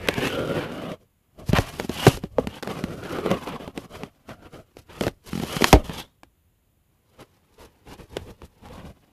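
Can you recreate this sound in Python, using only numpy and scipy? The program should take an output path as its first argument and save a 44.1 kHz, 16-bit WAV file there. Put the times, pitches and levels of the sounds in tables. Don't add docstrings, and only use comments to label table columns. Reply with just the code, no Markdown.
import sys
import numpy as np
from scipy import signal
from scipy.fft import rfft, irfft, next_fast_len
from scipy.io import wavfile
from scipy.ndimage import map_coordinates

SR = 44100
rng = np.random.default_rng(int(sys.argv[2]) if len(sys.argv) > 2 else 0)


def dump_mix(stems):
    frames = np.atleast_2d(stems).T
    limited = np.clip(frames, -1, 1)
    pcm = np.round(limited * 32767).astype(np.int16)
    wavfile.write(sys.argv[1], SR, pcm)


N = 402182
TIME = np.arange(N) / SR

# [f/Hz, relative density/dB]
FLOOR_SPECTRUM = [(15, -42.5), (25, -9), (91, 0), (151, -8), (482, -21.5), (1710, -30), (2980, -30),
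                  (5770, -40.5), (6940, -31.5), (8580, -38), (10900, -32.5), (12700, -35.5), (13800, -21)]
RUMBLE_SPECTRUM = [(20, -5.5), (40, 1), (70, 5.5), (100, 3), (150, -6), (300, -43)]
CRACK_SPECTRUM = [(400, -11), (800, 9), (1300, 5), (2000, 5), (3000, 1.5), (4200, -3), (7000, -10.5),
                  (10000, -16), (14000, -13.5)]
DRAG_SPECTRUM = [(60, -11.5), (110, -4.5), (170, 0.5), (240, -1.5), (350, -5.5), (500, -3), (700, -17.5),
                 (1000, -37), (1800, -51.5)]
SCRAPE_SPECTRUM = [(400, -23), (750, 5), (1100, 2), (1600, -2), (2200, -3), (3000, -3), (3700, -10.5),
                   (4800, -16), (7000, -28)]
HISS_SPECTRUM = [(2500, -4.5), (4200, 2), (5200, 2), (6500, -0.5), (8500, -4.5), (11000, -2), (13700, -4.5),
                 (16000, -18)]
# [t/s, rumble level/dB]
FLEX = [(0, -38), (.35, -56.5), (1.4, -46.5), (1.95, -50), (2.14, -34), (2.6, -55), (3.4, -53), (4, -49.5),
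        (4.7, -51.5), (5.9, -45), (7.3, -57), (8.22, -43), (8.9, -46)]
# [t/s, thud peak/dB, thud f/Hz, case ring level/dB, crack level/dB]
KNOCKS = [(0.0738, -28, 554, -42, -20), (0.086, -12.5, 420, -20.5, -3.5), (.14, -40, 420, -46, -16.5),
          (.181, -17.5, 135, -26, -48), (0.9173, -36, 180, -53, -27.5), (1.4922, -13, 102, -43, -27.5),
          (1.531, -7, 154, -18, -13), (1.585, -12, 93, -19.5, -9.5), (1.798, -17, 364, -29, -15),
          (1.847, -22, 221, -50, -44.5), (1.8939, -17.5, 193, -27.5, -20.5), (2.067, 6.5, 348, -4, 6.5),
          (2.1716, -25, 418, -33.5, -28), (2.2376, -19.5, 172, -32.5, -29.5),
          (2.3843, -4.5, 493.4, -16.5, -30), (2.4712, -19.5, 192, -36, -18), (2.626, -40, 205, -38, -19),
          (2.631, -38, 409, -37, -17), (2.674, -32, 420, -30.5, -21.5), (2.839, -15.5, 206, -50, -18.5),
          (3.1859, -25, 436, -27, -26), (3.261, -19, 431, -26.5, -21), (3.3136, -13, 330, -22, -16),
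          (3.472, -47, 446, -31, -28), (3.6, -29, 395, -43, -42), (3.6772, -54, 253, -33, -29),
          (3.776, -26.5, 192, -31, -18), (4.034, -28.5, 179, -36, -24.5), (4.2912, -35.5, 528, -46, -28.5),
          (4.7687, -30.5, 374, -53.5, -34), (5.0093, -15.5, 221, -25, -13), (5.036, -20, 366, -35, -17),
          (5.067, -21.5, 94, -21, -17.5), (5.0798, -23, 172, -42, -16.5), (5.4347, -19, 193, -31, -19.5),
          (5.5661, -18.5, 157, -38.5, -13), (5.61, -16, 383, -31, -24), (5.621, -15, 227, -19.5, -13.5),
          (5.6422, -16, 650, -24.5, 4), (5.7282, 5, 176.3, 1.5, 12), (5.757, -11, 62, -18, -38),
          (5.895, -21.5, 174.2, -37, -25.5), (6.233, -33.5, 818, -51, -32),
          (8.1684, -17.5, 370, -37, -15.5), (8.4187, -32.5, 926, -44, -36.5)]
# [thud peak/dB, thud f/Hz, case ring level/dB, crack level/dB]
HOP = (-18.5, 184, -44.5, -25)
# [f/Hz, relative level/dB, t60/s]
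CASE_MODES = [(202, -0.5, 0.039), (269, -0.5, 0.097), (381.6, 5, 0.054), (458, 3.5, 0.051),
              (588, -0.5, 0.075), (680, 3.5, 0.039), (783, 0, 0.045), (924, -3, 0.045), (1190, -1, 0.042),
              (1460, -7, .04)]
# [t/s, lower resonance f/Hz, upper resonance f/Hz]
POCKET = [(.22, 430, 1700), (.38, 490, 1328), (.56, 510, 1426), (.72, 570, 1360), (.92, 630, 1120),
          (2.6, 540, 1106), (3.08, 270, 1400), (3.3, 430, 1080), (3.5, 480, 954.6), (3.8, 620, 1090),
          (4.4, 660, 1389), (8, 440, 860)]
# [t/s, centre f/Hz, level relative to scrape/dB]
SWISH = [(.13, 2250, 0.5), (.33, 2928, -1), (.46, 3110, -6), (.65, 2675, -9), (.9, 3150, -8),
         (1.55, 2980, -17), (2.05, 2900, 1), (2.4, 2990, -12), (2.55, 2952, 1), (2.68, 3062, -26),
         (3.3, 2900, -41), (3.6, 3220, -9.5), (4.5, 2922, -15.5), (5.55, 3000, -2.5), (5.88, 3100, -8.5),
         (6.02, 3400, -0.5), (7.2, 3661, -16)]
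# [full contact t/s, length/s, drag level/dB, scrape level/dB, hiss level/dB, swell start to end/dB]
STROKES = [(0, 0.18, -35.5, -37.5, -52, 8), (0.194, 0.087, -27.5, -31, -42.5, 6.5),
           (0.301, 0.11, -27, -35.5, -51, -5), (0.408, 0.19, -26, -38, -53, 7),
           (0.608, 0.099, -33.5, -38.5, -63, -11), (0.717, 0.21, -33, -42, -57.5, -1),
           (1.01, 0.018, -60, -72, -72, -2), (1.393, 0.043, -39.5, -54, -62, -3),
           (1.493, 0.033, -44, -53, -49, -20), (1.556, 0.011, -36, -21, -41, 0.5),
           (1.602, .11, -43.5, -39.5, -43.5, -11), (1.739, 0.11, -41.5, -43.5, -46, -1),
           (1.895, 0.16, -40, -36, -40.5, 13), (2.072, 0.1, -39, -37.5, -37.5, -16.5),
           (2.232, 0.021, -50, -51, -57, -5), (2.324, .04, -52.5, -64.5, -67, 0),
           (2.396, 0.053, -33.5, -47, -59.5, -5), (2.496, 0.088, -45, -45.5, -55, 5.5),
           (2.645, 0.15, -34, -41.5, -51.5, 5), (2.812, 0.24, -34, -47.5, -55.5, -4),
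           (3.033, 0.21, -31, -38, -52, 0), (3.264, 0.082, -25.5, -35, -59, -3),
           (3.372, 0.064, -39.5, -42, -54, 2), (3.475, 0.086, -35.5, -38.5, -58.5, -10),
           (3.609, 0.088, -41, -47.5, -59, -2.5), (3.753, 0.092, -42, -49.5, -56, 2.5),
           (3.906, 0.052, -39.5, -44.5, -53.5, 14), (3.972, 0.093, -44, -52.5, -61, 8),
           (4.299, 0.041, -43, -49, -61, -8.5), (4.36, 0.11, -50, -60, -71, 19),
           (4.545, 0.07, -45, -55, -61.5, -13), (4.779, 0.013, -47.5, -56, -57.5, 10),
           (4.898, 0.089, -47.5, -48.5, -57, 3), (5.017, 0.055, -33, -43, -44.5, 5.5),
           (5.266, 0.14, -45.5, -47, -46.5, 1.5), (5.422, 0.037, -34.5, -42, -45, -3),
           (5.469, 0.17, -40.5, -37.5, -39.5, 5), (5.651, .07, -41, -39.5, -36.5, -1),
           (5.76, 0.047, -35.5, -49, -58.5, 2), (5.847, 0.16, -41.5, -41, -48, 12),
           (6.025, 0.024, -50, -54, -59.5, 2.5), (7.192, 0.036, -45, -50.5, -58.5, 0.5),
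           (7.602, 0.057, -45.5, -50.5, -58.5, -2), (7.877, .06, -44, -49, -56.5, 3.5),
           (8, 0.034, -46, -52.5, -56.5, -4), (8.122, 0.034, -47, -53, -62, 6),
           (8.169, 0.14, -43.5, -52.5, -59, -4.5), (8.434, 0.018, -47, -54.5, -57.5, -1.5),
           (8.633, 0.19, -44, -49.5, -63.5, 1), (8.851, 0.054, -42.5, -53, -63.5, -2)]
# [t/s, drag level/dB]
HOVER = [(3.8, -81), (4.1, -67.5), (4.7, -68.5), (5.1, -88), (6.8, -84.5), (7.15, -66), (7.4, -66),
         (8.1, -61), (8.55, -66), (9.1, -67.5)]

FLOOR_DB, WHINE_HZ, WHINE_DB = -63, 10560, -87
ROOM_DB = -43
FIRM_DB = -46.5
WOBBLE_DB, WOBBLE_LIMIT_DB, WOBBLE_T60_S = -28.5, -2.5, .5
REBOUND_S, REBOUND_PITCH_SHARE = .009, .36
REBOUND_DB, REBOUND_GROWTH = -10.5, 1.4
HOPS_START_S, HOP_GAP_S, HOP_COUNT = 5.331, .0226, 4
SNAGS_PER_S, SNAG_DB, SNAG_SPREAD_DB = 30, -13.5, 2
PRESS_DB_PER_S, LIFT_DB_PER_S = 649.5, 619.5
DRAG_SWELL_SHARE = .55
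GRAZE_DB, GRAZE_DB_PER_S = -26.5, 140.5
HOVER_SCRAPE_DB, HOVER_HISS_DB = -4, -10
SEALED_DB, SEAL_DULLNESS_DB, LEAK_SLOPE = -1, 18.5, 1.0
CUTOFF_HZ, CLIP_LEVEL = 14100, .68


def from_db(db):
    return 10 ** (np.asarray(db) / 20)


def rms_one(x):
    return x / np.sqrt(np.mean(x ** 2) + 1e-20)


def in_time(rows):
    t_s, *columns = np.transpose(rows)
    return [np.interp(TIME, t_s, column) for column in columns]


def drift(knots_per_s):
    knots = rng.standard_normal(8000)
    return rms_one(np.interp(TIME * knots_per_s, np.arange(len(knots)), knots))


def colour(x, spectrum):
    size = next_fast_len(N + 8192, real=True)
    hz, db = np.transpose(spectrum)
    bins_hz = np.arange(size // 2 + 1) * SR / size
    gain = rms_one(from_db(np.interp(np.log(bins_hz + 1), np.log(hz), db)))
    cepstrum = irfft(np.log(gain), size)
    cepstrum[1:size // 2] *= 2
    cepstrum[size // 2 + 1:] = 0
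    return irfft(rfft(x, size) * np.exp(rfft(cepstrum)), size)[:N]


def resonate(hz, width_hz, block=256):
    out, state = rng.standard_normal(N), np.zeros((2, 2))
    radius = np.exp(-np.pi * width_hz / SR)
    for i in range(0, N, block):
        poles = [1, -2 * radius * np.cos(2 * np.pi * hz[i] / SR), radius ** 2]
        part = out[i:i + block]
        for k in range(2):
            part, state[k] = signal.lfilter([1, 0, -1], poles, part, zi=state[k])
        out[i:i + block] = part
    return rms_one(out)


def add(out, t_s, sound):
    i = max(round(t_s * SR), 0)
    out[i:i + len(sound)] += sound[:N - i]


def background():
    whine = from_db(WHINE_DB) * np.sqrt(2) * np.sin(2 * np.pi * WHINE_HZ * TIME)
    return from_db(FLOOR_DB) * colour(rng.standard_normal(N), FLOOR_SPECTRUM) + whine


def bedroom(x, t60_s=0.28, low_hz=300, wall_hz=3000):
    t = TIME[:SR // 2]
    tail = rng.standard_normal(len(t)) * from_db(-60 * t / t60_s) * (t > .008)
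    tail = signal.sosfilt(signal.butter(1, [low_hz, wall_hz], "band", fs=SR, output="sos"), tail)
    return signal.fftconvolve(x, tail / np.sqrt(np.sum(tail ** 2)))[:N]


def grip(drag_db):
    flex_db, = in_time(FLEX)
    power = from_db(flex_db + np.minimum(drag_db - FIRM_DB, 0)) ** 2
    for t_s, peak_db, *_ in KNOCKS:
        start_db = min(peak_db, WOBBLE_LIMIT_DB) + WOBBLE_DB
        add(power, t_s, from_db(start_db - 60 * TIME[:SR] / WOBBLE_T60_S) ** 2)
    return np.sqrt(power) * colour(rng.standard_normal(N), RUMBLE_SPECTRUM)


def blows():
    return KNOCKS + [(HOPS_START_S + k * HOP_GAP_S, *HOP) for k in range(HOP_COUNT)]


def thuds(t60_cycles=3.55, contact_s=0.000068):
    out, t = np.zeros(N), TIME[:SR // 4]
    pushes = [row[:3] for row in blows()]
    rebounds = [(t_s + REBOUND_S, REBOUND_DB + REBOUND_GROWTH * db, REBOUND_PITCH_SHARE * hz)
                for t_s, db, hz in pushes]
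    for t_s, peak_db, hz in pushes + rebounds:
        decay = from_db(-60 * t * hz / t60_cycles)
        rock = np.sin(2 * np.pi * hz * t) * decay * (1 - np.exp(-t / contact_s))
        pressure = np.gradient(rock * (1 - np.exp(-t * hz)))
        add(out, t_s, from_db(peak_db) * pressure / np.abs(pressure).max())
    return out


def case_ring(mode_spread_db=0.5, detune=0.064, contact_s=0.00028, soft_hz=600, soft_db=-32,
              db_per_octave=36):
    out, t = np.zeros(N), TIME[:SR // 4]
    hz, mode_db, t60_s = np.transpose(CASE_MODES)[:, :, None]
    for t_s, _, _, ring_db, _ in blows():
        strength, shift, phase = rng.standard_normal((3, len(CASE_MODES), 1))
        reach_hz = soft_hz * 2 ** ((ring_db - soft_db) / db_per_octave)
        gain = from_db(mode_db + mode_spread_db * strength) / np.sqrt(1 + (hz / reach_hz) ** 8)
        tones = np.sin(2 * np.pi * (hz * (1 + detune * shift) * t + phase))
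        modes = gain * tones * from_db(-60 * t / t60_s)
        ring = modes.sum(0) * (1 - np.exp(-t / contact_s))
        add(out, t_s, from_db(ring_db) * ring / ring[:SR // 80].std())
    return out


def cracks(t60_s=0.0095, rise_s=0.00052, tail_db=-27, tail_t60_s=0.099):
    out, t = np.zeros(N), TIME[:SR // 8]
    decay = from_db(-60 * t / t60_s) + from_db(tail_db - 60 * t / tail_t60_s)
    envelope = decay * (1 - np.exp(-t / rise_s))
    for t_s, *_, crack_db in blows():
        add(out, t_s, from_db(crack_db) * envelope * rng.standard_normal(len(t)))
    return colour(out, CRACK_SPECTRUM)


def snags(scrape_db, decay_s=.0007):
    sizes = from_db(SNAG_SPREAD_DB * np.minimum(rng.exponential(1, N), 2.5)) * rng.standard_normal(N)
    starts = rng.random(N) < SNAGS_PER_S / SR
    envelope = signal.lfilter([1], [1, -np.exp(-1 / (decay_s * SR))], starts + 1e-18)
    return from_db(scrape_db + SNAG_DB) * rms_one(colour(sizes * envelope, CRACK_SPECTRUM))


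def stroke_levels(step=32):
    t = TIME[::step]
    hover_offsets_db = np.array([[0], [HOVER_SCRAPE_DB], [HOVER_HISS_DB]])
    power = from_db(np.interp(t, *np.transpose(HOVER)) + hover_offsets_db) ** 2
    for start_s, length_s, drag_db, scrape_db, hiss_db, swell_db in STROKES:
        before_s = np.maximum(start_s - t, 0)
        after_s = np.maximum(t - start_s - length_s, 0)
        press_db = -PRESS_DB_PER_S * before_s - LIFT_DB_PER_S * after_s
        graze_db = GRAZE_DB - GRAZE_DB_PER_S * (before_s + after_s)
        speed_db = swell_db * (np.clip((t - start_s) / length_s, 0, 1) - .5)
        levels_db = np.array([drag_db + DRAG_SWELL_SHARE * speed_db, scrape_db + speed_db, hiss_db + speed_db])
        power = power + from_db(np.maximum(press_db, graze_db) + levels_db) ** 2
    return [np.interp(TIME, t, 10 * np.log10(p)) for p in power]


def friction(slips_per_s, spread_db, grain, flutter_db):
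    sizes = from_db(spread_db * np.minimum(rng.exponential(1, N), 4)) * rng.choice([-1, 1], N)
    slips = rms_one(sizes * (rng.random(N) < slips_per_s / SR))
    return rms_one((grain * slips + rng.standard_normal(N)) * from_db(flutter_db * drift(70)))


def rubbing(drag_db, scrape_db, hiss_db, slips_per_s=900, unsteady_db=1.85):
    lower_hz, upper_hz = in_time(POCKET)
    swish_hz, swish_db = in_time(SWISH)
    slips = friction(slips_per_s, spread_db=1.5, grain=0.79, flutter_db=1.9)
    leak_db = LEAK_SLOPE * np.minimum(drag_db - hiss_db - SEAL_DULLNESS_DB, 0)
    pocket, slide = from_db(SEALED_DB + leak_db), from_db(swish_db)
    lower = pocket * resonate(lower_hz, width_hz=140)
    upper = 1.1 * pocket * resonate(upper_hz, width_hz=280)
    swish = slide * resonate(swish_hz, width_hz=850)
    catch = from_db(2.1 * drift(110))
    drag = (colour(slips, DRAG_SPECTRUM) + 0.68 * lower) / np.sqrt(1 + 1.3 * pocket ** 2)
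    scrape = colour(slips, SCRAPE_SPECTRUM) + catch * (upper + swish)
    scrape = scrape / np.sqrt(1 + pocket ** 2 + slide ** 2)
    fibres = friction(slips_per_s=1500, spread_db=4.0, grain=0.86, flutter_db=-1.5)
    hiss = catch * colour(fibres, HISS_SPECTRUM)
    rub = from_db(drag_db) * drag + from_db(scrape_db) * scrape + from_db(hiss_db) * hiss
    return from_db(unsteady_db * drift(35)) * rub


def hand_reflections(x, gap_s=.0016, wander=.4, strength=0.26, moves_per_s=5.0, count=2):
    out, samples = x.copy(), np.arange(N)
    for k in range(count):
        delay_s = gap_s * (k + 1) * np.exp(wander * np.tanh(drift(moves_per_s)))
        out -= strength * map_coordinates(x, [samples - delay_s * SR], order=1)
    return out / np.sqrt(1 + count * strength ** 2)


def scene():
    drag_db, scrape_db, hiss_db = stroke_levels()
    rub = hand_reflections(rubbing(drag_db, scrape_db, hiss_db))
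    touch = rub + thuds() + case_ring() + cracks() + snags(scrape_db)
    return (touch + from_db(ROOM_DB) * bedroom(touch) + grip(drag_db) + background())[None]


def record(dry):
    heard = signal.sosfilt(signal.butter(4, CUTOFF_HZ, fs=SR, output="sos"), dry)
    clipped = np.clip(heard, -CLIP_LEVEL, CLIP_LEVEL)
    return signal.fftconvolve(clipped, signal.firwin(201, CUTOFF_HZ, fs=SR)[None], "same")


dry = scene()
out = record(dry)
dump_mix(out)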